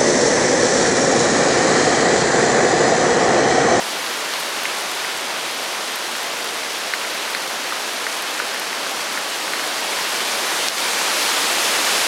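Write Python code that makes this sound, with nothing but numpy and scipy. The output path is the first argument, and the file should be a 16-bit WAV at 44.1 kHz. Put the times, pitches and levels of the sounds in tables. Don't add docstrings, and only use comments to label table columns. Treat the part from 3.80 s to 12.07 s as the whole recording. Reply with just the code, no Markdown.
import sys
import numpy as np
from scipy import signal
from scipy.fft import rfft, irfft, next_fast_len
from scipy.io import wavfile
from scipy.ndimage import uniform_filter1d, minimum_filter1d, map_coordinates

SR = 44100
rng = np.random.default_rng(int(sys.argv[2]) if len(sys.argv) > 2 else 0)


def store_wav(level_fs):
    pcm = np.round(np.clip(np.atleast_2d(level_fs), -1, 1) * 32767)
    wavfile.write(sys.argv[1], SR, pcm.T.astype(np.int16))


N = 364707


def wind(level_db):
    # f/Hz, level/dB per Hz
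    roar_spectrum = [(25, -26), (50, -32), (100, -19.5), (150, -14), (200, -8.5), (320, -2.5), (600, 1),
                     (950, 0), (1500, -6.5), (3000, -29), (8000, -70)]
    roar = coloured(eddies(patchy_db=0.3), roar_spectrum)
    return amp(level_db + 0.15 * wobble(2.98)) * roar


def leaves(level_db):
    # f/Hz, level/dB per Hz
    leaf_spectrum = [(200, -58), (600, -11.5), (1000, -2.5), (1600, 0), (2400, -1), (3300, -2),
                     (4500, -4.5), (6500, -11.5), (10000, -32.5), (16000, -45)]
    rush = eddies(patchy_db=0.62)
    slaps = amp(-4.5) * impacts(rate=2500, spread_db=3.5)
    return amp(level_db + 0.26 * wobble(7)) * coloured(rush + slaps, leaf_spectrum)


def rain(level_db):
    # f/Hz, level/dB per Hz
    rain_spectrum = [(800, -50), (2500, -11.5), (4500, 0), (6000, 0), (7500, -1.5), (10000, -3),
                     (12500, -8.5), (15800, -19)]
    density = amp(level_db - level_db.min()) ** 2
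    flurries = amp(1.8 * wobble(18))
    patter = flurries * impacts(rate=1500 * density, spread_db=5.0)
    hiss = eddies(patchy_db=0.6)
    return amp(level_db + 0.19 * wobble(12)) * coloured(hiss + amp(-6) * patter, rain_spectrum)


def gust_strength():
    # t/s at the crest, rise/s from calm to crest, strength/dB
    gusts = [(0.4, 1.6, 0.7), (8.5, 4.0, 6.5)]
    t = np.arange(N) / SR
    strength_db = np.zeros(N)
    for crest, rise, db in gusts:
        phase = np.clip((t - crest) / rise, -1, 1)
        strength_db += db * np.cos(np.pi / 2 * phase) ** 2
    return strength_db


def eaves(wall_delay=.0033, wall_db=-10):
    # t/s, level/dB, f/Hz, ring level/dB relative to the smack
    heavy_drips = [(.5376, -8, 3800, -16), (0.8547, -5, 2250, -24), (1.2476, -10, 1820, -16),
                   (2.6235, -13, 4600, -8), (3.137, -4.5, 1840, -8), (3.2492, -13, 1820, -18),
                   (3.549, -8, 1960, -3.5), (3.923, -9.5, 1300, -18), (4.2667, -6.5, 1680, -22),
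                   (4.327, -11, 5800, -16), (4.6003, -6.7, 1500, -22), (5.3748, -10.5, 1680, -18),
                   (5.7356, -8, 1740, -16), (5.7955, -10, 1890, -20)]
    # t/s, level/dB
    fine_droplets = [(.6006, -13), (1.1158, -15), (2.1591, -11), (2.4321, -14), (4.4229, -11),
                     (4.7977, -11), (5.1123, -14)]
    rise_cycles = 0.9
    droplet_hz, droplet_rise_ms = 12000, 0.09

    plops = stray_drops(count=60, level_db=-18.0, spread_db=4.5, middle_hz=3100, octaves=1.1)
    ticks = stray_drops(count=70, level_db=-21.5, spread_db=5.5, middle_hz=10500, octaves=0.5)
    direct = plops + ticks
    for s, db, hz, ring_db in heavy_drips:
        rise_ms = 1000 * rise_cycles / hz
        smack = drop(db, hz, rise_ms, splash_db=-22, splash_t60=.02)
        add(direct, s, smack + ring(db + ring_db))
    for s, db in fine_droplets:
        add(direct, s, drop(db, droplet_hz, droplet_rise_ms, splash_db=-13, splash_t60=.015))

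    t = np.arange(SR // 8) / SR
    tail = rng.standard_normal(len(t)) * np.exp(-np.log(1000) * t / 0.07)
    porch = amp(-8.5) * signal.fftconvolve(direct, tail / np.linalg.norm(tail))[:N]
    wall = amp(wall_db) * filtered(direct, lambda hz: np.exp(-2j * np.pi * hz * wall_delay))
    return direct + wall + porch


def close_hit():
    # t/s, level/dB, f/Hz, rise/ms
    close_drop = (6.8852, 3.9, 5100, 0.13)
    track = np.zeros(N)
    s, db, hz, rise_ms = close_drop
    add(track, s, drop(db, hz, rise_ms, splash_db=-30, splash_t60=.004))
    return track


def drop(db, hz, rise_ms, splash_db, splash_t60):
    t = np.arange(SR // 25) / SR
    u = t * 1000 / rise_ms
    swell = u ** 2 * np.exp(2 - 2 * u)
    smack = swell * np.sin(2 * np.pi * (hz * t + rng.random()))
    spray = rng.standard_normal(len(t)) * (1 - np.exp(-u)) * np.exp(-np.log(1000) * t / splash_t60)
    band = signal.butter(2, [650, 13500], "bandpass", fs=SR, output="sos")
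    return amp(db) * signal.sosfilt(band, smack + amp(splash_db) * spray)


def ring(db, hz=4130, t60=0.01):
    t = np.arange(SR // 25) / SR
    onset = 1 - np.exp(-hz * t)
    decay = np.exp(-np.log(1000) * t / t60)
    return amp(db) * np.cos(2 * np.pi * hz * t) * onset * decay


def stray_drops(count, level_db, spread_db, middle_hz, octaves, rise_cycles=1):
    track = np.zeros(N)
    for when, size, pitch in rng.random((count, 3)):
        hz = min(middle_hz * 2 ** (octaves * (2 * pitch - 1)), SR / 3)
        db = level_db + spread_db * (2 * size - 1)
        rise_ms = 1000 * rise_cycles / hz
        add(track, when * (N - 1) / SR, drop(db, hz, rise_ms, splash_db=-18, splash_t60=.015))
    return track


def spatter(level_db=-47, life=.002):
    # f/Hz, level/dB per Hz
    spray_spectrum = [(1200, -30), (3000, -1), (7000, -2), (11000, 0), (14000, -2), (15800, -7)]
    bursts = np.abs(impacts(rate=45, spread_db=3.5))
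    envelope = signal.lfilter([1], [1, -np.exp(-1 / (life * SR))], bursts)
    return amp(level_db) * coloured(envelope * rng.standard_normal(N), spray_spectrum)


def eddies(patchy_db):
    z = signal.stft(rng.standard_normal(N), nperseg=512)[2]
    field = uniform_filter1d(rng.standard_normal(z.shape), size=9, axis=0)
    field = uniform_filter1d(field, size=24, axis=1)
    patchy = z * amp(patchy_db * unit(field))
    return unit(signal.istft(patchy, nperseg=512)[1][:N])


def impacts(rate, spread_db):
    hit = rng.random(N) < rate / SR
    size = amp(spread_db * np.clip(rng.standard_normal(N), -2.5, 2.5))
    sign = rng.choice([-1, 1], N)
    return unit(hit * size * sign / np.sqrt(rate))


def amp(db):
    return 10 ** (np.asarray(db) / 20)


def unit(x):
    return x / np.sqrt(np.mean(x ** 2) + 1e-20)


def wobble(rate):
    knots = rng.standard_normal(int(N * rate / SR) + 4)
    return map_coordinates(knots, [np.arange(N) * rate / SR])


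def filtered(x, response):
    m = next_fast_len(N + 8192)
    return irfft(rfft(x, m) * response(np.fft.rfftfreq(m, 1 / SR)), m)[..., :N]


def coloured(x, spectrum):
    f, db = np.transpose(spectrum)
    return unit(filtered(x, lambda hz: amp(np.interp(np.log(hz + 1), np.log(f), db))))


def add(track, s, sound):
    part = track[round(s * SR):][:len(sound)]
    part += sound[:len(part)]


def scene():
    gust_db = gust_strength()
    roar = wind(-31.1 + 0.7 * gust_db)
    thrash = leaves(-27.0 + 1.03 * gust_db)
    downpour = rain(-32.9 + 1.47 * gust_db)
    storm = roar + thrash + downpour
    mono = storm + spatter() + eaves() + close_hit()
    return np.array([mono, mono])


def gain_control(x, hold=.02, recovery_db=42):
    ceiling = .88
    needed_db = -20 * np.log10(np.maximum(np.abs(x).max(axis=0) / ceiling, 1))
    half = max(int(hold * SR / 2), 1)
    held_db = minimum_filter1d(needed_db, 2 * half + 1, origin=half)
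    climb_db = abs(recovery_db) * np.arange(N) / SR
    gain_db = np.minimum.accumulate(held_db - climb_db) + climb_db
    return x * amp(gain_db)


def record(dry):
    low_cut_hz, top_hz = 110, 15850

    def response(hz):
        low_cut = hz ** 2 / np.hypot(hz ** 2, low_cut_hz ** 2)
        return low_cut * (hz < top_hz)

    return filtered(gain_control(dry), response)


dry = scene()
out = record(dry)
store_wav(out)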